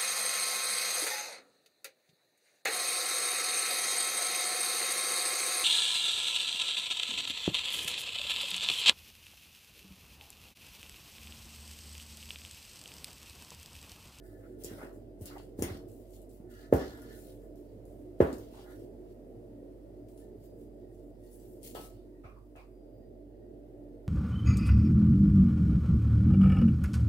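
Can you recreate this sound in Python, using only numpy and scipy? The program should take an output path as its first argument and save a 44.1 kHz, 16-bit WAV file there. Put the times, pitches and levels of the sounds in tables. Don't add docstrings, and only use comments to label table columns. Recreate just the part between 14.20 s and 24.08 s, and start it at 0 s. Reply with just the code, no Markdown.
import sys
import numpy as np
from scipy import signal
from scipy.fft import rfft, irfft
from scipy.io import wavfile
from scipy.ndimage import uniform_filter1d, map_coordinates

SR = 44100
rng = np.random.default_rng(int(sys.argv[2]) if len(sys.argv) > 2 else 0)


def volts(x):
    e = np.asarray(x, float) / 20
    return 10 ** e


def store_wav(level_fs):
    pcm = np.round(np.clip(np.atleast_2d(level_fs), -1, 1) * 32767)
    wavfile.write(sys.argv[1], SR, pcm.T.astype(np.int16))


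N = 435695
T = np.arange(N) / SR
HZ = np.maximum(np.arange(N // 2 + 1) * SR / N, 1)
ROOM_T60_S = 0.31


def unit(x):
    return x / np.sqrt(np.mean(x ** 2))


def along(table):
    hz, value = np.transpose(table)
    return np.interp(np.log(HZ), np.log(np.maximum(hz, 1)), value)


def colour(x, db):
    return irfft(rfft(x) * volts(db), N)


# (frequency [Hz], likeness [0..1]; values below 0 count as 0)
LIKENESS = [(60, 0.89), (130, 0.84), (290, 0.96), (640, 0.39), (1410, -0.11), (3100, 0.42), (6820, -0.91),
            (15000, 0.3)]


def pair(db):
    alike = np.clip(along(LIKENESS), 0, 1)
    mid, side = rfft(rng.standard_normal((2, N)))
    mid = mid * np.sqrt(1 + alike)
    side = side * np.sqrt(1 - alike)
    lead_s = .00013
    lead = np.exp(2j * np.pi * HZ * lead_s)
    return unit(irfft(np.array([(mid + side) * lead, mid - side]) * volts(db), N))


def walk(rate_hz):
    k = int(SR / rate_hz)
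    wander = uniform_filter1d(rng.standard_normal(N), k)
    return unit(uniform_filter1d(wander, k))


def pan(db):
    return volts(np.array([[db / 2], [-db / 2]]))


def add(out, s, x):
    i = int(s * SR)
    out[:, i:i + x.shape[-1]] += x[..., :N - i]


def room(x, t60_s, build_s=0.00058):
    t = T[:SR // 2]
    tail = pair(0)[:, :len(t)] * 1000. ** (-t / t60_s) * (1 - np.exp(-t / build_s))
    return signal.fftconvolve(x, tail / np.sqrt(np.sum(tail ** 2) / 2), axes=1)[:, :N]


def ring(modes, t, chance):
    hz, db, t60_s = np.transpose(modes)[:, :, None]
    spread_db = 1.5
    level = volts(db + spread_db * chance[:, None])
    return np.sum(level * np.sin(2 * np.pi * hz * t) * 1000. ** (-t / t60_s), axis=0)


def resonances(table):
    return sum(volts(2 * db) / (1 + (2 * (HZ - hz) / width_hz) ** 2) for hz, width_hz, db in table)


def grains(rate_hz, spread_db, decay_s):
    size_db = spread_db * np.minimum(rng.exponential(size=N), 3.5)
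    hits = (rng.random(N) < rate_hz / SR) * volts(size_db)
    pole = np.exp(-1 / (decay_s * SR))
    return unit(3.6 + signal.lfilter([1], [1, -pole], hits))


def patchy(x, patch_db, size=512):
    spec = signal.stft(x, nperseg=size)[2]
    field = uniform_filter1d(rng.standard_normal(spec.shape[1:]), size=3, axis=0)
    field = uniform_filter1d(field, size=12, axis=1)
    return signal.istft(spec * volts(patch_db * unit(field)), nperseg=size)[1][:, :N]


def contacts(rows, rise_db_s, sag_db_s, fall_db_s):
    s, hold_s, db = np.transpose(rows)[:3, :, None]
    t = T[::SR // 1000]
    late = t - s
    hold_s = np.maximum(hold_s, 0)
    shape_db = rise_db_s * np.minimum(late, 0)
    shape_db = shape_db - sag_db_s * np.clip(late, 0, hold_s)
    shape_db = shape_db - fall_db_s * np.maximum(late - hold_s, 0)
    return np.interp(T, t, np.sqrt(np.sum(volts(2 * (db + shape_db)), axis=0)))


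def lower(rows):
    return [(s, hold_s, db + low_db) for s, hold_s, db, low_db in rows]


# (time [s], level [dB])
DRONE = [(0.0, -55), (0.58, -51.5), (0.88, -53), (1.62, -53.5), (1.79, -54), (2.12, -56), (2.72, -53.5),
         (2.94, -53.5), (4.13, -52), (4.68, -52.5), (7.7, -54.5), (8.34, -61), (8.72, -53.5), (9.08, -54),
         (9.44, -53), (9.88, -53)]
# (frequency [Hz], density [dB per Hz])
AIR = [(28, -17), (60, -28), (85, -17), (130, -18), (190, -17), (260, -13.5), (340, -9), (450, -13),
       (560, -17), (660, -14), (730, -22.5), (820, -30), (1000, -49), (1400, -40.5)]
# (frequency [Hz], width [Hz], level [dB])
BOOMS = [(102, 6.6, 13), (110.6, 9.8, 14.5), (142, 8, -6), (176, 6.3, 2), (205.1, 5.1, 8.5), (243, 9.5, 9),
         (266, 5.5, 1.5), (291.9, 5.3, 16), (330, 7.3, 4.5), (365, 9, 12.5), (394.5, 8, 2),
         (425, 1.2, 15.5), (458.4, 4.6, 12), (487, 1.3, 5.5), (519, 6, 9.5), (579.4, 13, 6.5),
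         (650, 7.4, 5), (603, 30, 2.5), (757, 30, 2), (862, 25, 8)]
# (frequency [Hz], density [dB per Hz])
HUSH = [(530, -23), (900, 2), (1130, -6), (1580, -12), (1910, -9.5), (2460, -10), (2640, -14), (4310, -22),
        (4690, -18), (7210, -20), (8330, -17), (15100, -16.5), (15700, -24)]
# (frequency [Hz], left minus right [dB])
LEAN = [(60, 1.5), (110, -2.5), (200, -0.5), (380, -3.5), (700, 0), (1290, -1), (2380, -2), (4400, 3),
        (8120, -6.5), (15000, 0)]
# (frequency [Hz], width [Hz], level [dB])
WHINES = [(4830, 20, -96), (14750, 200, -97)]
# (time [s], hold [s], level [dB])
WHINE_SWELLS = [
    (5.08, .05, 5),
    (5.85, .15, 3),
    (6.21, .1, 11),
    (6.42, .14, 5),
    (8.75, 0.11, 8),
]
# (time [s], hold [s], level [dB])
FAN_SQUEAKS = [(4.916, .01, -91), (5.4, .03, -91), (5.6, 0.17, -94), (6.222, .01, -91), (6.7, 0.018, -85),
               (7.062, .01, -84), (7.97, .01, -84), (8.838, .01, -89), (9.244, .01, -85), (9.646, .01, -91),
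               (9.87, .01, -96)]
# (multiple of motor pitch [-], level [dB])
MOTOR_ORDERS = [(2, -68), (5, -70), (6, -65), (12, -72)]


def fridge():
    motor_hz, motor_db, motor_pan_db = 49.3, -56.5, -6.5
    squeak_rule = 98, 0, 155
    drone_db = np.interp(T, *np.transpose(DRONE))
    lean_db = along(LEAN) * np.array([[.5], [-.5]])

    rumble = pair(along(AIR) + 10 * np.log10(1 + resonances(BOOMS)) + lean_db - HZ / 300)
    rumble = patchy(rumble, patch_db=1.65, size=1024)
    rumble = rumble * volts(drone_db + 0.39 * walk(6.3) + 3.0)
    hush = pair(along(HUSH) + lean_db) * volts(-77.0 + 2.0 * walk(1.0))

    whine = np.zeros((2, N))
    for hz, width_hz, db in WHINES:
        peaks = resonances([(hz, width_hz, 0), (.949 * hz, width_hz, -10)])
        whine += pair(20 * np.log10(peaks)) * volts(db + 1.5 * walk(3))
    whine = whine * np.hypot(1, contacts(WHINE_SWELLS, *squeak_rule))
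    squeak = pair(20 * np.log10(resonances([(1890, 97, 0)])))
    squeak = squeak * volts(3.0) * contacts(FAN_SQUEAKS, *squeak_rule)

    phase = 2 * np.pi * np.cumsum(motor_hz + 1.0 * walk(2.8)) / SR
    motor = volts(motor_db + 3.5 + 1.1 * walk(9)) * np.sin(phase) * pan(motor_pan_db)
    turn = 2 * np.pi * np.cumsum(motor_hz + .25 * walk(3)) / SR
    overtones = sum(volts(db + 1.3 * walk(11.0)) * np.sin(k * turn) for k, db in MOTOR_ORDERS)
    overtones = overtones * pan(1.0) * volts(drone_db + 54.0)
    return rumble + hush + whine + squeak + motor + overtones


# (time [s], hold [s], level [dB])
FINGERS = [
    (5.98, .03, -73),
    (6.72, .06, -88),
    (7.045, .02, -77),
    (7.13, .03, -68),
    (7.22, .08, -80),
]


def fingers():
    hz, width_hz = 10400, 2500
    hiss = patchy(pair(20 * np.log10(resonances([(hz, width_hz, 0)]))), patch_db=4.0)
    return hiss * contacts(FINGERS, 400.0, 30.0, 300.0) * pan(4.0)


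# (time [s], low clack [dB], high clack [dB
# rel.], low pitch [Hz], high pitch [Hz])
TAPS = [(1.103, -44.5, -12, 1360, 2030), (1.115, -55, -20, 1340, 2050), (1.145, -51, -30, 1950, 2700),
        (1.182, -60, -1, 2920, 4400), (1.198, -63, -5, 2800, 4400), (1.065, -63, -3, 4500, 5200),
        (7.064, -90, 19, 2000, 4440), (1.423, -36, -9, 2100, 3300), (7.552, -38, -10, 806, 3050),
        (7.554, -60, 7, 1000, 4480), (8.036, -48, -5.5, 1250, 2320), (8.05, -55, -8, 1250, 2500),
        (8.075, -57, -3, 1250, 2380), (8.061, -56, -5.5, 1240, 2480), (8.09, -53, -11, 1230, 2450),
        (8.125, -62, -13, 1250, 2450), (8.155, -52.5, -32, 1100, 2400), (8.19, -68, -30, 1120, 2400),
        (8.351, -59, -2, 1110, 2680), (8.363, -55, 3, 1280, 2450), (8.39, -57, -5, 900, 2380),
        (8.43, -66, -7, 1200, 2450), (8.377, -53.5, -2, 1010, 2290), (8.404, -56, -13, 955, 2450),
        (8.038, -47.5, -33, 685, 2600), (8.353, -44.5, -30, 650, 2780)]
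# (time [s], level [dB])
RIM_STRIKES = [
    (7.552, -48.5),
    (8.043, -76),
]
# (frequency [Hz], level [dB], t60 [s])
RIM = [(705, 0, .2), (1001, -2, .2), (1297, 6, .9), (2480, -14, .2), (2772, 0, .16), (2902, -4, .18),
       (3106, -7, .2), (3429, 3, .26), (3806, -10, .2), (4436, -4, .26), (5023, -6, .25)]


def taps():
    rim_free_s, hollow_from_s = 0.11, 8
    clacks, rings, t = np.zeros((2, N)), np.zeros((2, N)), T[:SR // 2]
    for s, db, high_db, low_hz, high_hz in TAPS:
        span_s = .00095 if s > hollow_from_s else .00075
        damp = t / span_s * np.exp(1 - t / span_s)
        body = np.sin(2 * np.pi * low_hz * t)
        body = body + volts(high_db + 4.0) * np.sin(2 * np.pi * high_hz * t)
        add(clacks, s, volts(db - 7.5) * damp * body[None])
    held = volts(-170 * np.maximum(t - rim_free_s, 0))
    for s, db in RIM_STRIKES:
        add(rings, s, volts(db - 13.5) * held * ring(RIM, t, np.zeros(len(RIM))) * pan(10.0))
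    return volts(-13.0) * clacks + rings + volts(11.5) * room(clacks, 0.78 * ROOM_T60_S, build_s=.008)


# (time [s], blow [dB], table sway [dB rel.], rattle [dB rel.], blow pitch [Hz])
THUMPS = [(.443, -38, -10, -31, 373), (0.51, -36, -13, -36, 305), (.626, -42, -26, -19, 430),
          (1.007, -40, 1, -41, 302), (1.386, -28.5, -6.5, -33, 297), (1.4193, -22.5, -10.5, -25.5, 330),
          (1.500, -36.5, 1, -24, 268), (1.545, -41, -5, -22, 306), (2.197, -42, -17, -42, 270),
          (2.524, -8.5, -14.5, -30.5, 422), (4.002, -8, -15.5, -27.5, 417), (7.549, -35, -37, -19, 554),
          (8.04, -52.5, 7.5, -13, 497), (8.353, -50.5, -3, -13.5, 567), (7.562, -38, -27, -22, 396),
          (7.567, -49, -30, -30, 330), (7.595, -41.5, -30, -30, 342), (.648, -47, -28, -35, 400),
          (0.633, -38.5, -26, -20.5, 347), (0.654, -48, -28, -23, 418)]
# (time [s], level [dB], pitch [Hz])
BOUNCES = [(4.0067, -15.5, 350), (4.127, -31.5, 294), (4.193, -35, 368), (2.541, -21, 330),
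           (2.5525, -24, 294), (2.615, -32, 300), (4.323, -39.5, 330), (4.39, -40.5, 345), (5.1, -42, 405),
           (5.426, -37.5, 396), (6.155, -38, 352)]
# (frequency [Hz], level [dB], t60 [s])
TABLE = [(65.3, -3.5, 0.76), (90, 4, 0.24), (152.6, 1, 0.33), (268, 3, 0.38), (336.6, 5.5, 0.26),
         (380, -12.5, 0.43), (428, -3, 0.11), (454, -31, .4), (561.4, 6.5, 0.17), (573, -35, 0.38),
         (652, 1, 0.28), (757, -2.5, 0.37), (847, -1.5, 0.16), (926, -16.5, 0.47), (986, -13, 0.25),
         (1140, -15, 0.21), (1283, -25, 0.39), (1400, -21, 0.33)]


def thumps():
    port_lag_s, rattle_lag_s, sway_lag_s, sway_t60_s = .0002, 0.00043, 0.0028, 0.068
    blows, rattles, out = np.zeros((3, 2, N))
    t = np.maximum(T[:SR // 2] - np.array([[0], [port_lag_s]]), 0)
    late = T[:80] - np.array([[rattle_lag_s], [0]])
    jolt = (late >= 0) * np.exp(-np.abs(late) / 0.00059)
    chance = rng.standard_normal((len(THUMPS), len(TABLE)))
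    for (s, db, sway_db, rattle_db, hz), c in zip(THUMPS, chance):
        cycles = hz * t - 1.55
        blow = np.sin(2 * np.pi * cycles) * np.exp(-(cycles / 0.6) ** 2)
        add(blows, s, volts(db + 4.0) * blow * pan(-0.58))
        add(rattles, s + 0.002177, volts(db + rattle_db + 16.0) * jolt)
        top = ring(TABLE, t[0], c) * (1 - np.exp(-(t[0] / 0.0015) ** 2))
        add(out, s, volts(db - 26.0) * top * pan(-3.0))
        turn = 72 * t[0] + 1.11 * (1 - np.exp(-t[0] / 0.0094))
        swell = 1 - np.exp(-(t[0] / 0.015) ** 2)
        sway = np.sin(2 * np.pi * turn) * swell * 1000. ** (-t[0] / sway_t60_s)
        add(out, s + sway_lag_s, volts(db + sway_db + 18.5) * sway)
    for s, db, hz in BOUNCES:
        cycles = hz * t - 1.55
        bounce = np.sin(2 * np.pi * cycles) * np.exp(-(cycles / 1.0) ** 2)
        add(out, s, volts(db) * bounce * pan(-1.5))
    band = signal.butter(2, [600, 2050], "band", fs=SR, output="sos")
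    rattles = signal.sosfilt(band, rattles)
    echoes = volts(-4.5) * room(blows, 1.27 * ROOM_T60_S)
    echoes = echoes + volts(13.0) * room(rattles, 1.28 * ROOM_T60_S)
    return blows + out + volts(2.5) * rattles + echoes


# (time [s], hold [s], level [dB], dull rub [dB rel.])
SCRAPES = [(.04, 0.45, -73, -13), (2.33, 0.06, -65, -25), (2.44, 0.031, -65, -27),
           (2.61, 0.033, -52.5, 0.5), (2.72, 0.069, -62.5, -3), (2.83, 0.04, -67, 1),
           (2.9, 0.066, -63.5, -17), (3.04, .08, -78.5, 0), (3.24, .01, -81, 5), (4.475, 0.041, -63.5, -14),
           (4.515, 0.0089, -63, -6), (6.03, 0.028, -78.5, -11)]
# (frequency [Hz], width [Hz], level [dB])
WALL = [(1750, 600, -15), (1087, 30, -18), (1283, 30, -1), (1410, 25, -5), (1455, 28, 3), (1600, 40, -8),
        (1740, 36, 6), (1850, 40, -9), (1957, 30, -2), (2093, 35, -5)]
# (time [s], hold [s], level [dB], dull rub [dB rel.])
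SMEARS = [(0.245, 0.019, -70.5, -8), (4.38, 0.012, -71.5, 15), (8.048, .03, -91, -5),
          (0.444, .03, -75.5, -6), (0.502, 0.045, -65.5, -13), (0.595, .02, -63.5, 2.5),
          (0.622, 0.02, -55.5, -7), (1.07, .02, -68.5, -6), (1.11, .005, -70, 6), (1.16, 0.03, -68, 9.5),
          (1.202, 0.018, -73, -9), (1.478, 0.027, -56.5, 0.5), (4.04, 0.091, -74, -10)]
# (frequency [Hz], width [Hz], level [dB])
DAMPED_WALL = [(1170, 300, -18), (1430, 380, 1), (1950, 450, -1), (2450, 450, -5.5)]


def spoon():
    swell_db, wall_drift = 2.5, 0.0123
    rule = 266.5, 31, 236
    noise = rfft(pair(0))
    sing = np.zeros((2, N))
    for mode in WALL:
        tone = irfft(noise * resonances([mode]) / volts(mode[2]), N)
        sing += tone * volts(swell_db * walk(22))
    place = np.arange(N) + np.cumsum(wall_drift * walk(12.6))
    sing = np.array([map_coordinates(side, [place], order=3, mode="mirror") for side in sing])
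    scrape = contacts(SCRAPES, *rule) * unit(sing)

    smear = patchy(pair(20 * np.log10(resonances(DAMPED_WALL))), patch_db=3.5, size=256)
    smear = smear * contacts(SMEARS, *rule)

    rub = pair(-14 * np.abs(np.log2(HZ / 800)) - HZ / 250)
    grit = grains(rate_hz=490, spread_db=8.0, decay_s=0.0041)
    rub = contacts(lower(SCRAPES + SMEARS), *rule) * grit * rub
    return volts(2.0) * (scrape + smear + rub)


# (frequency [Hz], density [dB per Hz])
HISS_COLOUR = [(1350, -24), (2300, -7.5), (2620, -9), (2790, -5.5), (3440, -6.5), (4860, -4), (6240, -5.5),
               (7880, -3), (8680, -4.5), (11500, -3.5), (15100, -5.5), (15800, -6.5)]


def split():
    upper = 1 / (1 + (5600 / HZ) ** 5)
    lean_db = 2.9 * np.log2(HZ / 3500) * np.array([[.5], [-.5]])
    db = along(HISS_COLOUR)
    return db + lean_db + 20 * np.log10(upper + .001), db + 20 * np.log10(1.001 - upper)


# (time [s], peak [dB], left minus right [dB], lower part [dB rel.])
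TICKS = [(0.4375, -31.5, 14, -27), (0.4455, -22, -2, -25.5), (0.7302, -57, 5, -23), (1.0121, -49, 6, -20),
         (1.0573, -30.5, 5, -20), (1.182, -52.5, 5, 6.5), (1.3887, -48, -1, -24), (1.4235, -19.5, 4, -10.5),
         (1.688, -50, 6, -22), (1.937, -52, 4, -8), (2.0175, -48, 2, -31), (2.094, -51, 9, -39),
         (2.301, -57.5, 2, -7), (2.5266, -40, 4, -28), (2.537, -29.5, -1, -26), (2.613, -55, 8, 6.5),
         (3.3576, -56, 15, -37), (3.654, -52.5, 10, -36), (4.011, -33, -1, -14), (4.1288, -43, 9, -3),
         (4.183, -40, 2, -26), (5.886, -52, 1, -10), (5.977, -55, 11, -17), (6.4, -64, -4, -15),
         (7.038, -56, 9, -18), (7.1062, -67, 9, -18), (7.431, -38, 8, -20), (7.5482, -40, 6, -8),
         (8.0414, -62, -3, -13), (8.361, -55.5, -8, -7), (.412, -55, 6, -24), (1.063, -35, -12, -27),
         (1.394, -42, 10, -27), (2.78, -50, 3, -26), (2.8195, -46, 9, -28), (.5, -51, 18, -22),
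         (7.511, -47, 0, -6), (1.45, -43, -3, -15)]


def ticks():
    high, low, t = np.zeros((2, N)), np.zeros((2, N)), T[:SR // 100]
    chance = rng.standard_normal((len(TICKS), 2, len(t)))
    for (s, db, pan_db, low_db), noise in zip(TICKS, chance):
        snap = noise * np.exp(-t / 0.00053) * volts(db + 0.5) * pan(pan_db)
        add(high, s, snap)
        add(low, s, snap * volts(low_db + 11.5))
    high_db, low_db = split()
    top_cut_db = 4 / (1 + (12500 / HZ) ** 8)
    snaps = colour(high, high_db - top_cut_db) + colour(low, low_db)
    return volts(2.0) * snaps + volts(4.5) * room(snaps, 0.58 * ROOM_T60_S)


def effort(peels, rubs, rest_db):
    peel_rise_db_s, rub_rise_db_s, sag_db_s = 779, 177, 28
    power = volts(2 * rest_db)
    for rows, rise_db_s in ((peels, peel_rise_db_s), (rubs, rub_rise_db_s)):
        for fall_db_s, db in ((174, 0), (39, -33)):
            power = power + (contacts(rows, rise_db_s, sag_db_s, fall_db_s) * volts(db)) ** 2
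    return np.sqrt(power)


# (time [s], hold [s], hiss [dB], lower hiss [dB rel.])
PEELS = [(.04, 0.44, -71, -10), (.41, 0.018, -63.5, -9), (.465, .005, -63, 4.5), (.51, 0.14, -62, -6),
         (.74, 0.022, -72, -19), (1.02, 0.047, -58.5, -13), (1.08, .005, -69, 7.5), (1.13, 0.11, -68, -2.5),
         (1.396, 0.022, -58.5, -7), (1.44, 0.11, -61.5, 2.5), (1.69, 0.14, -68.5, -9),
         (2.1, 0.071, -70, -11), (2.31, 0.15, -68, -2), (2.54, 0.03, -55.5, -3), (2.6, 0.33, -63.5, 1.5),
         (3.37, 0.16, -77, -7), (3.68, 0.16, -75.5, -11), (4.015, 0.024, -60.5, -7), (4.07, 0.18, -65, -1),
         (5.89, 0.028, -73, -11), (7.2, 0.19, -67.5, -13), (7.445, 0.04, -52.5, -10.5),
         (7.56, 0.094, -56.5, -6), (8.05, .03, -85, 7), (8.37, 0.035, -77, -0.5)]
# (time [s], hold [s], hiss [dB], lower hiss [dB rel.])
RUBS = [(1.96, .005, -63, -12.5), (2.951, 0.17, -61, -8), (3.246, .01, -74, -23), (4.35, 0.084, -68, -1),
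        (4.51, 0.11, -68.5, -6), (4.906, .02, -79, -4.5), (6.004, .01, -72, -7),
        (6.243, 0.018, -72.5, -8.5), (6.41, .02, -74.5, -8.5), (6.74, 0.16, -79, -9),
        (7.056, 0.017, -75, -6), (7.144, .01, -65.5, -14), (6.576, 0.12, -85, -7), (6.95, .05, -93, -6)]


def dough():
    rest_db, rest_low_db = -89, -5
    high_db, low_db = split()
    grain = grains(rate_hz=150, spread_db=3.5, decay_s=0.002)
    high = pair(high_db) * volts(0.55 * walk(25)) * effort(PEELS, RUBS, rest_db)
    low = pair(low_db) * volts(2.25 * walk(15.5))
    low = low * effort(lower(PEELS), lower(RUBS), rest_db + rest_low_db)
    return patchy(high + low, patch_db=2.5) * grain * volts(2.0)


def scene():
    return fridge() + fingers() + taps() + thumps() + spoon() + ticks() + dough()


def low_pass(x):
    return signal.sosfilt(signal.butter(12, 16520, fs=SR, output="sos"), x)


def record(dry):
    top = signal.ellip(8, .2, 40, 15740, fs=SR, output="sos")
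    bass = signal.butter(2, 35, "high", fs=SR, output="sos")
    heard = colour(dry, -5 / (1 + ((HZ - 2350) / 150) ** 2))
    mix = signal.sosfilt(np.vstack([top, bass]), heard)
    return low_pass(mix)


dry = scene()
out = record(dry)
store_wav(out)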